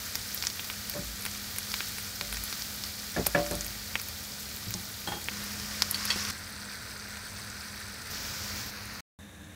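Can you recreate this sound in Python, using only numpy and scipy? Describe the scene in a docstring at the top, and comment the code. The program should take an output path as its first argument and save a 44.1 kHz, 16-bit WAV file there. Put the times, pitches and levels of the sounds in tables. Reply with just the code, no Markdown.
"""Garlic sizzles in butter in an enamel pan under a humming hood fan, in six stretches, with louder frying in
the second, which plays over the end of the first, and in the fourth; the fizz and fan pause briefly before the
last, quiet stretch. Bubbles fizz over hiss and fat spits; a soft spatula bumps the pan and is laid down, and a
hard utensil ticks twice. Fizz and spits are many short dying sines, the fan is shaped noise with wavering
tones, and struck objects are sums of dying sines with a noisy scuff."""
import sys
import numpy as np
from scipy import signal
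from scipy.fft import rfft, irfft
from scipy.io import wavfile
from scipy.ndimage import uniform_filter1d

SR = 44100
rng = np.random.default_rng(int(sys.argv[2]) if len(sys.argv) > 2 else 0)


def to_wav(s):
    """Save 16-bit WAV."""
    ch = np.atleast_2d(s).T  # columns
    pcm = np.round(np.clip(ch, -1, 1) * 32767)  # PCM
    wavfile.write(sys.argv[1], SR, pcm.astype(np.int16))


def decibels_to_gain(level_db):
    """Convert a level in decibels to a linear amplitude gain (20 dB per decade)."""
    exponent = np.asarray(level_db, float) / 20
    return 10 ** exponent


N = 421155  # length of the scene [samples]


def evened(x):
    """Scales a sound to an average (rms) strength of 1."""
    return x / np.sqrt(np.mean(x ** 2) + 1e-20)


def add(mix, start_s, sound):
    """Mixes a sound in at a start time."""
    part = mix[round(start_s * SR):][:len(sound)]
    part += sound[:len(part)]


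def coloured(x, colour):
    """Flattens the long-term spectrum of x, then gives it the wanted colour at rms 1."""
    spectrum = rfft(x)
    hz = np.fft.rfftfreq(len(x), 1 / SR)
    own = np.sqrt(uniform_filter1d(abs(spectrum) ** 2, size=len(x) // 200) + 1e-20)
    point_hz, point_db = np.transpose(colour)
    wanted_db = np.interp(np.log(hz + 1), np.log(point_hz + 1), point_db)
    return evened(irfft(spectrum / own * decibels_to_gain(wanted_db), len(x)))


def ping(hz, cycles, size=256):
    """A bursting bubble: a sine that dies by 1/e in the given number of cycles."""
    turns = hz * np.arange(size) / SR
    rise = np.minimum(turns * 2, 1)
    return np.sin(2 * np.pi * turns) * np.exp(-turns / cycles) * rise


def pan_echo(x, tail_db=-11, t60=0.027):
    """Early echoes off the pan wall and stove top, then a short diffuse tail from the stove corner."""
    # echoes: (delay [ms], level [dB])
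    echoes = [(.9, -12), (2.1, -11), (2.7, -13), (4.4, -17), (12, -23)]
    t = np.arange(SR // 10) / SR
    tail = rng.standard_normal(len(t)) * decibels_to_gain(-60 * t / t60) * np.minimum(t / 0.00058, 1)
    response = decibels_to_gain(tail_db) * tail / np.linalg.norm(tail)
    response[0] = 1  # the direct sound
    for ms, db in echoes:
        response[round(ms * SR / 1000)] += decibels_to_gain(db)
    return signal.oaconvolve(x, response)[:len(x)]


def fan(size, colour, hum_db):
    """Low air rush with blade and motor tones, which waver as slow noise sways their strength and phase."""
    # fan tones: (frequency [Hz], width [Hz], level before hum_db is added [dB])
    tones = [(205.5, 1.1, -8), (244, 4.6, -19)]
    t = np.arange(size) / SR
    out = coloured(rng.standard_normal(size), colour)
    for hz, width, db in tones:
        r = np.exp(-np.pi * width / SR)
        complex_noise = [1, 1j] @ rng.standard_normal((2, size))
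        waver = signal.lfilter([1], [1, -r], complex_noise)
        tone = ((4.1 + waver / waver.std()) * np.exp(2j * np.pi * hz * t)).real
        out = out + decibels_to_gain(db + hum_db) * evened(tone)
    return evened(out)


def shudders():
    """The stove top shudders after a bump: slow swells of low shaking reach the phone through its stand."""
    # swells: (centre [s], level [dB], frequency [Hz], half length [s])
    swells = [(1.097, -40, 54.6, .12), (2.362, -38, 53.3, 0.15), (3.22, -40.5, 60, 0.097),
              (3.447, -41.5, 56.7, 0.29), (3.648, -44, 52, 0.28)]
    out = np.zeros(N)
    for s, db, hz, half_s in swells:
        t = np.arange(-half_s, half_s, 1 / SR)
        add(out, s - half_s, decibels_to_gain(db) * np.sin(2 * np.pi * hz * t) * np.hanning(len(t)))
    return out


def struck(modes, blows, scuff_db, drag_db, scuff_t60, rattle_db, rise_s):
    """Each blow is a soft push that rings the modes; longer contact leaves out the highs.
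    The scuff changes by drag_db per doubling of contact, up to 1 ms."""
    out, t = np.zeros(N), np.arange(SR // 2) / SR
    hz, db, t60 = np.transpose(modes)[:, :, None]
    chance = rng.standard_normal((len(blows), 2, len(modes), 1))
    noise = rng.standard_normal((len(blows), len(t)))
    for (s, blow_db, ms, spot, free), (vary, turn), scuff in zip(blows, chance, noise):
        softness = 1 + (hz * ms / 1000) ** 2
        reach = decibels_to_gain(db + 0.56 * vary) / softness * (hz / 1500) ** spot
        reach = reach / np.linalg.norm(reach)
        ring = reach * decibels_to_gain(-60 * t / (t60 * free)) * np.sin(2 * np.pi * hz * t + 0.58 * turn)
        band_hz = [modes[0][0] / 2, min(1000 / ms, SR / 4)]
        band = signal.butter(2, band_hz, "bandpass", fs=SR)
        rub_db = scuff_db + drag_db * np.log2(min(ms, 1))
        scuff_fade_db = -60 * t / (scuff_t60 * min(free + .5, 1) ** 2)
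        scuff = evened(signal.lfilter(*band, scuff)) * decibels_to_gain(rub_db + scuff_fade_db) / 2
        add(out, s, decibels_to_gain(blow_db) * (ring.sum(0) / 2 + scuff) * np.minimum(t / rise_s, 1))
    # loose parts and room
    scatter = rng.standard_normal(SR // 8) * decibels_to_gain(-60 * t[:SR // 8] / 0.11)
    return out + decibels_to_gain(rattle_db) * signal.oaconvolve(out, scatter / np.linalg.norm(scatter))[:N]


def spatula_laid_down():
    """The spatula is laid down and rocks on its rest, ringing rest and counter."""
    # blows: (time [s], level [dB], contact [ms], landing spot from dull to bright, ring-time factor)
    clinks = [(4.668, -28, 5.3, -1.2, 1.3), (4.747, -28, 5.3, 0.31, 1.1), (5.073, -17, 0.12, 0.28, 0.49),
              (5.083, -24.5, 0.83, 0.42, .7), (5.119, -21.5, 0.43, 0.55, 0.95),
              (5.135, -31.5, 1.2, 0.047, 1.4), (5.165, -32.5, 0.98, -.1, .9), (6.159, -24, 1.1, -.1, 0.22)]
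    # ringing of rest and counter: (frequency [Hz], level [dB], 60 dB decay before the factor [s])
    rest = [(108, -14, 0.28), (181, -7, 0.22), (348, -6.5, 0.19), (590, -5, 0.068), (834, -0.5, 0.084),
            (1110, -4, 0.044), (1450, -1, .05), (1785, -6, 0.074), (3258, -7, 0.34), (3300, -10, 0.089),
            (4140, -4.5, 0.086)]
    return struck(rest, clinks, scuff_db=-4.5, drag_db=3, scuff_t60=0.15, rattle_db=-8, rise_s=0.00084)


def utensil_ticks():
    """Two sharp ticks of a small hard utensil with high, short ringing."""
    # blows: (time [s], level [dB], contact [ms], landing spot from dull to bright, ring-time factor)
    ticks = [(5.944, -6, 0.046, 1.6, 0.3), (6.1023, -9.5, 0.14, 0.12, 0.95)]
    # ringing of the utensil: (frequency [Hz], level [dB], 60 dB decay before the factor [s])
    utensil = [(1170, -20, 0.034), (1820, 1, 0.034), (2530, 2, 0.036), (3260, -1, 0.067), (3360, -1, .06),
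               (3600, 0.5, .025), (4100, -2, .05), (4480, 7.5, 0.032), (5660, -14.5, 0.024)]
    return struck(utensil, ticks, scuff_db=4.5, drag_db=5.0, scuff_t60=0.045, rattle_db=-1, rise_s=0.0011)


def spatula_on_pan():
    """Spatula on the pan: a sharp edge blow, then soft settling of the blade, rings the pan on its grate."""
    # blows: (time [s], level [dB], contact [ms], ring-time factor)
    raps = [(0.938, -27, 0.26, 0.38), (.950, -27, 1.4, .25), (.962, -27.5, 0.99, 0.38),
            (.99, -31, 3.2, 0.66), (2.212, -36, 1.9, 0.95), (3.163, -16, 0.41, 0.38),
            (3.172, -19, 1.1, 0.45), (3.192, -15, 2.2, .3), (3.266, -15, 1.3, 0.057),
            (3.348, -6.5, 0.38, 0.4), (3.352, -20, 1.6, 0.68), (3.373, -17, 1.14, 0.97),
            (3.511, -23.5, 1.1, 0.88), (3.522, -25, 1.8, 0.42), (3.56, -31, 4.4, .5)]
    # ringing of the pan: (frequency [Hz], level [dB], 60 dB decay before the factor [s])
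    pan = [(173, 1, 0.21), (256, -13, 0.55), (321, -13, 0.71), (401, 2, 0.14), (458, -17, 0.23),
           (519, -7, 0.26), (583.5, 7, 0.37), (682, -4, 0.35), (720, -2, 0.39), (810, -12, .15),
           (900, -22, 0.42), (1280, -16, 0.12), (1410, -7, 0.35), (1675, 0, .07), (1720, 5.5, 0.073),
           (1957, -8.5, 0.18), (2290, -3, 0.15), (2680, -15, 0.078)]
    # the shorter the contact, the more the edge lands and the brighter the pan rings
    edge_ms, flat_spot = 0.48, -.35
    blows = [(s, db, ms, flat_spot + edge_ms / ms, free) for s, db, ms, free in raps]
    return struck(pan, blows, scuff_db=-6.5, drag_db=7.5, scuff_t60=0.19, rattle_db=-6.5, rise_s=0.0015)


def spatter():
    """Small spits at random times, as rows like those of the loud spits."""
    # spells of spatter: (from [s], to [s], middle level [dB])
    spells = [(0, 6.3, -29.5), (6.35, 8.7, -35.5)]
    # number of spits in each spell
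    counts = (26, 8)
    low_hz, high_hz = 3500, 7500
    rows = []
    for (start, end, db), count in zip(spells, counts):
        when, pitch = rng.random((count, 2)).T
        size, body, spray = rng.standard_normal((count, 3)).T * 5.5  # spread [dB]
        hz = low_hz * (high_hz / low_hz) ** pitch
        rows += zip(start + when * (end - start), db + size, hz, -14.5 + 2 * body, -4.5 + 2 * spray)
    return rows


def spits(count=3):
    """Large bubbles: a ping, a lower body knock and a high snap of fine spray, from several spots in the pan."""
    # loud spits of fat, levels before the fixed gains below: (time [s], level [dB],
    # main ping frequency, high where spray leads [Hz], body level [dB], spray level [dB])
    loud_spits = [(0.1536, -12, 5400, -12, -4), (0.3447, -16.5, 13800, -28, -14),
                  (0.375, -19.5, 5100, -27, -17), (0.424, -13, 4460, -17, -25),
                  (0.4374, -21, 4420, -1.5, -15), (0.4497, -19, 5160, -20, -7),
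                  (0.4687, -8, 5630, -21, -18), (0.5, -19, 5020, -25, -20), (0.594, -18.5, 2990, -24, -18),
                  (0.644, -22, 4780, -18, -10), (0.6994, -21.5, 3120, -4.5, -15),
                  (1.2518, -19, 3800, -9, -2), (1.262, -18, 4970, -3, -3), (1.313, -24, 7000, -23, -13),
                  (1.5837, -15, 11100, -12, -11), (1.7165, -17, 5000, -22, -20),
                  (1.7398, -14.5, 3580, -7, -9), (1.8048, -18, 3540, -3.5, -18),
                  (1.983, -25, 4200, -0.5, -1), (2.2104, -13.5, 4020, -9, -14),
                  (2.3438, -21.5, 4140, -18, -12), (2.369, -19, 5870, -7.5, -19),
                  (2.437, -19, 12000, -19, -14), (2.5261, -16.5, 4300, -10.5, -13),
                  (2.6206, -16.5, 4950, -23, -19), (2.8368, -16.5, 4930, -35, -22),
                  (3.2527, -24, 4730, -10, -20), (3.2625, -14, 5060, -30, -14),
                  (3.2658, -7, 12500, -15, -17), (3.2682, -12, 14500, -16, -12),
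                  (3.2691, -16, 8800, -16, -10), (3.463, -21.5, 5930, -6, -24),
                  (3.5104, -21.5, 8300, -9, -8), (3.608, -15.5, 6460, -18, -26),
                  (3.6454, -21.5, 8300, -24, -12), (3.9974, -18.5, 5100, -9.5, -22),
                  (4.0146, -21.5, 11600, -14, -16), (4.7393, -13.5, 5900, -21, -26),
                  (5.242, -23, 7280, -23, -20), (5.5987, -23, 5140, -19, -27),
                  (5.8205, -2, 4820, -16.5, -12), (6.25, -16, 4510, -14, -20), (6.3, -23, 4520, -12, -3),
                  (8.5594, -28, 14500, -25, -15), (8.8544, -30.5, 9840, -25, -15),
                  (8.991, -43, 2500, -3, -20)]
    spots = np.zeros((count, N))
    rows = loud_spits + spatter()
    spray_pitches = rng.uniform(9400, 14500, len(rows))  # spray pitch, drawn at random [Hz]
    for k, ((s, db, hz, body_db, spray_db), spray_hz) in enumerate(zip(rows, spray_pitches)):
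        main = ping(hz, 0.33 + hz / 9100.0)
        body = decibels_to_gain(body_db) * ping(2340, 0.62)
        spray = decibels_to_gain(spray_db) * ping(spray_hz, 1.37)
        add(spots[k % count], s + .001, decibels_to_gain(db) * (2.3 * main + 3.74 * body + 3.0 * spray))
    return sum(pan_echo(spot, tail_db=-4, t60=.032) for spot in spots)


def fizz(size, colour, per_s, spread_db, hiss, count=24):
    """Bubbles of many sizes burst at random, in loose clusters, over steam hiss."""
    busy = decibels_to_gain(2.3 * evened(uniform_filter1d(rng.standard_normal(size), size=3000)))
    bursts = rng.random(size) < per_s * busy / SR
    strength = bursts * decibels_to_gain(spread_db * np.minimum(rng.exponential(1, size), 4.6))
    kind = rng.integers(0, count, size)
    bubbles = np.zeros(size)
    for k, hz in enumerate(np.geomspace(900, 15000, count)):
        bubbles += signal.oaconvolve(strength * (kind == k), ping(hz, 0.73 + hz / 4500.))[:size]
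    bubbles = coloured(pan_echo(bubbles), colour)
    steam = coloured(rng.standard_normal(size), colour)
    return np.sqrt(1 - hiss) * bubbles + np.sqrt(hiss) * steam


def stretch(levels, fizz_colour, fan_colour, bubbling):
    """The steady sounds of one stretch, cut in and out sharply."""
    s, fizz_db = np.transpose(levels)
    *bubbles, fan_db, hum_db = bubbling
    t = np.arange(s[0], s[-1], 1 / SR)
    cut = np.clip(np.minimum(t - s[0], s[-1] - t) / 0.001, 0, 1)
    frying = decibels_to_gain(np.interp(t, s, fizz_db)) * fizz(len(t), fizz_colour, *bubbles)
    hood = decibels_to_gain(fan_db) * fan(len(t), fan_colour, hum_db)
    return s[0], cut * (frying + hood)


def frying_under_fan():
    """Fizz and fan as six stretches, one after another, except that the second plays over the end of the first;
    the frying is louder in the second and fourth."""
    # fizz level, one table a stretch; stirring makes it flare: (time [s], level [dB])
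    fizz_levels = [
        [(0.0, -38), (1.14, -39.5), (1.64, -38.5), (1.78, -36), (2.13, -39.5), (2.57, -37), (2.97, -40),
         (3.45, -38), (3.79, -40), (5.9, -41), (6.31, -44.5)],
        [(5.31, -43), (5.4, -41.5), (5.95, -41), (6.05, -35), (6.31, -35.5)],
        [(6.31, -41.5), (7, -43), (8.1, -42.5)],
        [(8.1, -37.5), (8.6, -37.5), (8.71, -40)],
        [(8.71, -42.5), (9.007, -42.5)],
        [(9.188, -54), (9.55, -53)],
    ]
    # fizz colour of each stretch: (frequency [Hz], relative level per Hz [dB])
    fizz_colours = [
        [(710, -55), (1200, -2), (1320, -4), (1490, -1), (1730, -3.5), (1890, -1), (2100, -4.5), (2390, -2),
         (2580, -6.5), (2720, -6.5), (4610, 1.5), (7010, -3.5), (9670, -8.5), (15000, -5), (15700, -8)],
        [(590, -45), (1000, -5), (1230, -2), (1410, -1.5), (1530, 0), (1760, -1), (2430, -4.5), (3430, -8),
         (5250, 0.5), (7010, -8.5), (12300, -17), (14500, -20.5), (15700, -27)],
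        [(590, -65), (1000, -6), (1120, -10.5), (1230, -2), (1570, 1), (2430, -6), (3020, -12.5), (3850, -6),
         (4630, -2), (5250, -5.5), (6250, -7), (6850, -14), (7960, -8), (10900, -15.5), (12300, -20),
         (14200, -11.5), (15700, -20)],
        [(590, -46), (1000, -4.5), (1120, -9), (1220, -0.5), (1640, 0.5), (2110, -3), (2240, -3), (2400, -2.5),
         (2660, -6.5), (3240, -6), (4740, 0.5), (5570, 0.5), (9570, -14), (14300, -9), (15700, -9)],
        [(590, -43), (1000, -7.5), (1510, -1.5), (1800, -3), (2460, -6), (2920, -12), (3170, -14), (3430, -14),
         (4030, -5.5), (4630, -4.5), (5630, -9), (6320, -9), (7420, -18), (10100, -17.5), (15700, -17)],
        [(800, -20), (1200, -14), (1520, -9.5), (1700, -2), (1900, -10), (3350, -17), (3680, -5), (3950, -15),
         (4750, -24), (5600, -19.5), (6050, -15), (6500, -17), (9300, -20), (10100, -17), (11000, -24),
         (13200, -23), (14000, -25), (15600, -27)],
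    ]
    # one row a stretch: (usual rate [bubbles/s], spread of bubble strength [dB],
    # power share of steam hiss [0-1], fan level [dB], hum gain [dB])
    bubbling = [(2500, 5, 0.8, -47.5, 2.5), (3480, 2.5, 0.4, -47, 7.5), (2620, 3, 0.48, -48, 2.5),
                (3420, 2, 0.68, -44.5, 0.5), (3030, 4, 0.75, -47, 2.5), (2010, 6, 0.92, -49, 0)]
    # air rush of the hood: (frequency [Hz], relative level per Hz [dB])
    hood = [(15, -82.5), (25, -35), (45, -6), (86, 0.5), (104, -0.5), (130, -9), (175, -9.5), (202, -9.5),
            (282, -15), (310, -12), (335, -18.5), (460, -14), (622, -16), (1020, -17.5), (1100, -23.5),
            (1430, -48.5), (2420, -120)]
    # the same hood from over the pan: (frequency [Hz], relative level per Hz [dB])
    hood_over_pan = [(15, -66), (25, -34), (64, -13), (78, 3), (97, -6), (128, -16), (209, -8.5),
                     (245, -22), (303, -10.5), (339, -24.5), (534, -20.5), (827, -26), (1200, -27),
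                     (1560, -66), (2640, -120)]
    out = np.zeros(N)
    for settings in zip(fizz_levels, fizz_colours, [hood] * 5 + [hood_over_pan], bubbling):
        add(out, *stretch(*settings))
    return out


def scene():
    """All sources mixed, the same in both channels."""
    mix = shudders() + spatula_laid_down() + utensil_ticks() + spatula_on_pan()
    mix += spits() + frying_under_fan()
    return np.array([mix, mix])


def band_limit(x):
    """A steep low-pass at the top of the band."""
    return signal.sosfilt(signal.butter(12, 16820, fs=SR, output="sos"), x)


def record(dry):
    """A steep low-pass takes away the highest treble."""
    low_pass = signal.firwin(801, 15770, window=("kaiser", 4), fs=SR)  # edge [Hz]
    limited = signal.oaconvolve(dry, low_pass[None], "same")
    return band_limit(limited)


dry = scene()
out = record(dry)
to_wav(out)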